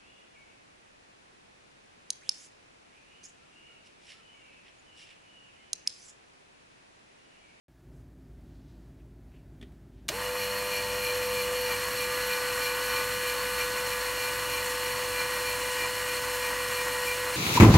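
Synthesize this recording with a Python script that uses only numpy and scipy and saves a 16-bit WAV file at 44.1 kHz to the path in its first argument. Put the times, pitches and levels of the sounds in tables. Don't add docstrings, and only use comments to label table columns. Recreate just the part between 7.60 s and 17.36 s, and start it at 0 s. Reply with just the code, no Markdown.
import sys
import numpy as np
from scipy import signal
from scipy.fft import rfft, irfft
from scipy.io import wavfile
from scipy.ndimage import uniform_filter1d, map_coordinates

SR = 44100
rng = np.random.default_rng(int(sys.argv[2]) if len(sys.argv) > 2 else 0)


def inscribe(sig):
    pcm = np.round(np.clip(np.atleast_2d(sig).T, -1, 1) * 32767)
    wavfile.write(sys.argv[1], SR, pcm.astype(np.int16))


N = 430416
T = np.arange(N) / SR
START_S, FREE_HZ = 2.492, 99.62


def motor():
    spin_up_s, torque_rise_s = .018, .027
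    age = np.maximum(T - START_S, 0)
    spin = 1 - np.exp(-age / spin_up_s)
    torque = 1 - np.exp(-age / torque_rise_s)
    press = binding()
    strain = press / press.max()
    turns = np.cumsum(shaft_speed(strain) * spin) / SR
    grinding = gear_rattle(turns, strain) + scraping(turns, strain) + brushes(turns, strain)
    tones = armature(turns) + tooth_whine(turns, press)
    return torque * grinding + spin ** 3 * tones


def binding():
    # time in seconds, relative height of the swell in dB.
    tightness = [(2.85, -40), (3.47, -36), (3.8, -39), (5.37, -34.5), (6.33, -39.5), (6.96, -38.5),
                 (7.28, -46), (7.7, -36), (8.54, -40), (9.5, -35.5)]
    first_tight_s, turn_s, press_s, release_s = 2.848, .3169, .062, .046
    wheel = (T - first_tight_s) / turn_s
    ages = (((w + .5) % 1 - .5) * turn_s for w in (wheel, wheel + .5))
    tight, opposite = (np.exp(-(age / np.where(age < 0, press_s, release_s)) ** 2) for age in ages)
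    swells = tight + .3 * opposite
    return undb(curves(tightness)[0] - 2) * swells * (wheel > -.5)


def shaft_speed(strain):
    sag_hz, lag_s, catch_hz = .75, .019, 1.503
    sag = sag_hz * np.interp(T - lag_s, T, strain) + catch_hz * bump(4.145, half_width_s=.02003)
    return (FREE_HZ - sag) * (1 + .001096 * walk(25))


def armature(turns):
    # time in seconds, relative level in dB.
    hum = [(2.57, -40.5), (2.69, -36), (3.22, -37), (3.63, -33), (4.0, -33), (4.22, -38), (4.4, -36),
           (6.37, -37), (6.93, -39), (7.09, -37), (8.76, -38), (8.86, -37), (9.72, -37)]
    # multiple of the shaft rate, level in dB with the screw seated, halfway and raised.
    unbalance = [(1, -53.5, -58, -56), (2, -54, -59.5, -63), (4, -59, -70, -65), (6, -50, -64.5, -55.5),
                 (7, -55.5, -66, -81.5)]
    poles = undb(curves(hum)[0] + .26) * partial(turns, order=5, rough=.054)
    return poles + shaft_tones(turns, unbalance, rough=.26, rate=12)


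def tooth_whine(turns, press):
    level = 1.07 * (undb(-52) + press)
    rasp = 1 + .2 * walk(260) + .18 * ripple(turns, order=1)
    return level * rasp * partial(turns, order=24, rough=.27, rate=70)


def gear_rattle(turns, strain):
    # time in seconds, relative level in dB.
    rattling = [(2.58, -38), (2.68, -37), (3.91, -37.5), (4.48, -35.5), (6.19, -35.5), (7.2, -36),
                (9.48, -35.5), (9.7, -35)]
    # multiple of the shaft rate, dB within the rattle with the screw seated, halfway, raised.
    tooth_errors = [(9, -10.5, -14, -13), (10, -12.5, -14.5, -9), (11, -14, -10, -15.5),
                    (12, -13.5, -9.5, -15.5), (14, -14.5, -15, -18.5), (15, -28, -7, -12),
                    (16, -18, -18, -28), (17, -14, -9, -10.5), (19, -14, -13.5, -8), (20, -26, -14, -13),
                    (21, -24, -25, -18.5), (25, -15, -26, -31), (27, -27, -41, -30),
                    (29, -12.5, -17, -13.5), (35, -24, -32, -31), (37, -30, -21.5, -27),
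                    (41, -21, -23.5, -19), (43, -38, -22, -20.5), (44, -27, -17, -33),
                    (49, -22, -24, -22.5)]
    # frequency in Hz, relative level in dB.
    knock_colour = [(60, -24), (180, -17), (330, -7), (430, -14), (530, -2.5), (640, -6.5), (760, -10.5),
                    (950, -5.5), (2000, -6), (2200, -8.5), (3000, -14), (4000, -30), (8000, -42)]
    # centre in Hz, width in Hz, gain in dB.
    housing = [(1100, 440, 6), (1280, 53, -8), (1490, 450, 3), (1910, 200, 7.5)]
    chatter_db = 2.5 * bump(2.61, half_width_s=.031)
    level_db = curves(rattling)[0] - .5 + strain + chatter_db + .45 * walk(12)
    tones = shaft_tones(turns, tooth_errors, rough=.25, rate=10)
    force_db = ripple(turns, 5) + 2 * ripple(turns, 1) + 3.2 * ripple(turns, 6) + 1.3 * ripple(turns, 12)
    impacts = (rng.random(N) < .2) * rng.standard_normal(N)
    knocks = colour(impacts * undb(force_db + 1.04 * walk(25)), knock_colour, housing)
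    return undb(level_db) * (tones + undb(-3) * unit(knocks))


def scraping(turns, strain):
    # time in seconds, relative level in dB.
    ring = [(2.5, -44.5), (3.0, -41.5), (5.2, -41), (7.4, -42), (8.8, -43)]
    # frequency in Hz, relative level in dB.
    scrape_colour = [(500, -43), (1800, 3.5), (2600, 2.5), (3200, -1), (3850, -11.5), (4100, 1), (4450, 1),
                     (4650, -10), (5500, -3.5), (10400, -10), (11500, -5.5), (12500, -6.5), (15500, -7.5)]
    # centre in Hz, width in Hz, gain in dB.
    gear_case = [(2810, 150, 4.5), (2966, 255, 9), (4090, 73, 5.5), (4168, 87, 9.5), (4280, 38, 8),
                 (4360, 87, 12.5), (4470, 32, 10.5), (5640, 95, 11), (11210, 330, 8.5), (11620, 370, 12.5)]
    strain_db, lead_s = 4.5, .015
    ring_db = curves(ring)[0] - .4 + strain_db * np.interp(T + lead_s, T, strain)
    force_db = 1.4 * ripple(turns, 12) + ripple(turns, 3) + .52 * ripple(turns, 1) + .72 * walk(60)
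    spurts = friction(turns, repeat=.085) * undb(force_db)
    return undb(ring_db + 4) * unit(colour(spurts, scrape_colour, gear_case))


def brushes(turns, strain):
    # time in seconds, relative level in dB.
    hiss = [(2.58, -45.5), (4.22, -43), (9.7, -41)]
    # frequency in Hz, relative level in dB.
    brush_colour = [(500, -25), (1800, -8), (2500, 8), (3200, 0.5), (3850, -1), (4800, 0.5), (6500, 0),
                    (9600, 0), (10400, -3.5), (12000, -12), (13000, -6.5), (14000, -7), (15200, -4)]
    # centre in Hz, width in Hz, gain in dB.
    treble_peaks = [(4910, 120, -7), (5240, 64, 3), (5400, 81, 6), (5770, 100, -16), (6610, 96, -7),
                    (6700, 70, 9.5), (6500, 60, 5.5), (6910, 93, 5), (7370, 86, 8.5), (8040, 47, 2),
                    (8380, 240, 6.5), (8820, 120, -6), (8900, 150, 11), (9420, 240, 5), (10050, 120, 6.5),
                    (12750, 150, 6)]
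    hiss_db = curves(hiss)[0] - .3 + strain
    sliding = friction(turns, repeat=.55)
    force_db = ripple(turns, 5) + 1.4 * ripple(turns, 12) + .5 * ripple(turns, 3) + .61 * walk(45)
    return undb(hiss_db + 3.5) * unit(colour(sliding * undb(force_db), brush_colour, treble_peaks))


def shaft_tones(turns, table, rough, rate):
    # time in seconds, height (0 seated, 1 halfway, 2 raised).
    lift = [(3.8, 0), (4.5, 0.8), (6.3, 1.3), (7.1, 1.9)]
    height = curves(lift)[0]
    return sum(undb(np.interp(height, [0, 1, 2], db)) * partial(turns, round(order), rough, rate)
               for order, *db in table)


def friction(turns, repeat):
    surface = rng.standard_normal(int(SR / FREE_HZ))
    spots = map_coordinates(surface, [turns % 1 * len(surface)], order=3, mode="grid-wrap")
    return rng.standard_normal(N) + repeat * spots


def take_up():
    # frequency in Hz, level in dB, seconds to fade by 60 dB.
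    housing_modes = [(327, -37, 0.11), (610, -30.5, 0.064)]
    return struck(housing_modes, age=np.maximum(T - 2.499, 0))


def switch():
    # start in seconds, crack peak in dB, seconds to fade by 60 dB,
    # brightness in dB per octave, thud gain in dB.
    touch = [(2.0135, -42.5, 0.036, -1, -51), (2.0265, -39.5, 0.046, -5.5, -46.5)]
    snap = [(2.4828, -23, .04, 2.2, -57), (2.4878, -14.5, 0.027, 0, -46)]
    # centre in Hz, width in Hz, gain in dB.
    switch_box = [(1550, 270, -6), (1900, 330, 12), (3260, 990, 14), (9000, 900, 13)]
    return (clicks(touch, switch_box, tail_db=-16, tail_t60=.23)
            + clicks(snap, (), tail_db=-17, tail_t60=.2))


def clicks(table, resonances, tail_db, tail_t60):
    # frequency in Hz, relative level in dB.
    rocker_colour = [(200, -10), (800, -9), (1400, -2), (4000, 0.5), (6500, -4), (10000, -10.5),
                     (15000, -14)]
    # frequency in Hz, relative level in dB, seconds to fade by 60 dB.
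    box_modes = [(244, 1, 0.11), (395, -2.5, 0.11), (600, -12, 0.047)]
    out = np.zeros(N)
    age = np.arange(SR // 2) / SR
    thud = struck(box_modes, age)
    for start_s, db, t60, tilt_db, thud_db in table:
        fade = 1000 ** (-age / t60) + undb(tail_db) * 1000 ** (-age / tail_t60)
        crack = colour(rng.standard_normal(len(age)) * fade, rocker_colour, resonances, tilt_db)
        first = int(start_s * SR)
        out[first:first + len(age)] += undb(db) * crack / np.abs(crack).max() + undb(thud_db) * thud
    return out


def hand():
    # peak time in seconds, half-width in seconds, level in dB, centre in Hz, width in Hz.
    rubs = [(.38, .05, -78, 7500, 7000), (1.05, 0.21, -74.5, 3480, 3500), (1.408, 0.021, -72, 2560, 1200),
            (1.758, 0.049, -69.5, 2560, 900), (2.38, .06, -76, 3000, 2500)]
    out = np.zeros(N)
    for peak_s, half_width_s, db, hz, width in rubs:
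        band = signal.iirpeak(hz, hz / width, fs=SR)
        rub = signal.lfilter(*band, signal.lfilter(*band, rng.standard_normal(N)))
        out += undb(db + 1.5 * walk(68.7)) * bump(peak_s, half_width_s) * unit(rub)
    return out


def room():
    # frequency in Hz, relative level in dB.
    air_colour = [(15, -22), (25, -9.5), (59, -3), (98, -7), (146, -5), (202, -13.5), (271, -12),
                  (363, -14), (488, -29), (588, -24), (1090, -36), (1720, -35.5), (2560, -42),
                  (3010, -43.5), (15000, -53)]
    # hum frequency in Hz, level in dB.
    appliance = [(53.8, -54), (118.4, -64.5), (263.8, -65)]
    air = undb(-52.5 + walk(6)) * unit(colour(rng.standard_normal(N), air_colour))
    hum = sum(undb(db) * partial(hz * T, order=1, rough=.11, rate=16) for hz, db in appliance)
    rumble = signal.sosfiltfilt(signal.butter(2, 600, fs=SR, output="sos"), air)
    hiss = air - rumble
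    return hiss + undb(np.interp(T, [.2, .28], [-8, 0])) * (rumble + hum)


def partial(turns, order, rough=0., rate=20):
    size = np.sqrt(2) * (1 + rough * walk(rate))
    return size * np.sin(2 * np.pi * (order * turns + rng.random()) + rough * walk(rate))


def ripple(turns, order):
    return np.cos(2 * np.pi * (order * turns + rng.random()))


def struck(modes, age):
    return sum(undb(db - 60 * age / t60) * np.sin(2 * np.pi * hz * age) for hz, db, t60 in modes)


def colour(x, points, resonances=(), tilt_db=0, size=8192):
    f = np.maximum(np.fft.rfftfreq(size, 1 / SR), 1)
    hz, db = np.transpose(points)
    shape = np.interp(np.log(f), np.log(hz), db) + tilt_db * np.log2(f / f.mean())
    for centre, width, height in resonances:
        shape += height / (1 + (2 * (f - centre) / width) ** 2)
    cepstrum = irfft(np.log(undb(shape)))
    cepstrum[1:size // 2] *= 2
    cepstrum[size // 2 + 1:] = 0
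    response = irfft(np.exp(rfft(cepstrum)))[:size // 2]
    return signal.oaconvolve(x, response)[:len(x)]


def walk(rate):
    step = max(int(SR / rate), 2)
    count = N // step + 3
    drift = np.interp(np.arange(N) / step + rng.random(), np.arange(count), rng.standard_normal(count))
    return unit(uniform_filter1d(drift, step // 2))


def bump(peak_s, half_width_s):
    return np.exp(-((T - peak_s) / half_width_s) ** 2)


def curves(table):
    times, *columns = np.transpose(table)
    return [np.interp(T, times, column) for column in columns]


def undb(db):
    return 10 ** (np.asarray(db) / 20)


def unit(x):
    return x / np.sqrt(np.mean(x ** 2))


def scene():
    return np.tile(motor() + take_up() + switch() + hand() + room(), (2, 1))


def record(dry):
    open_s, low_cut_hz, top_hz = .083, 43, 15700
    low_cut = signal.butter(6, low_cut_hz, "high", fs=SR, output="sos")
    high_cut = signal.ellip(10, .2, 80, top_hz, fs=SR, output="sos")
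    return signal.sosfilt(high_cut, signal.sosfilt(low_cut, dry * (T > open_s)))


dry = scene()
out = record(dry)
inscribe(out)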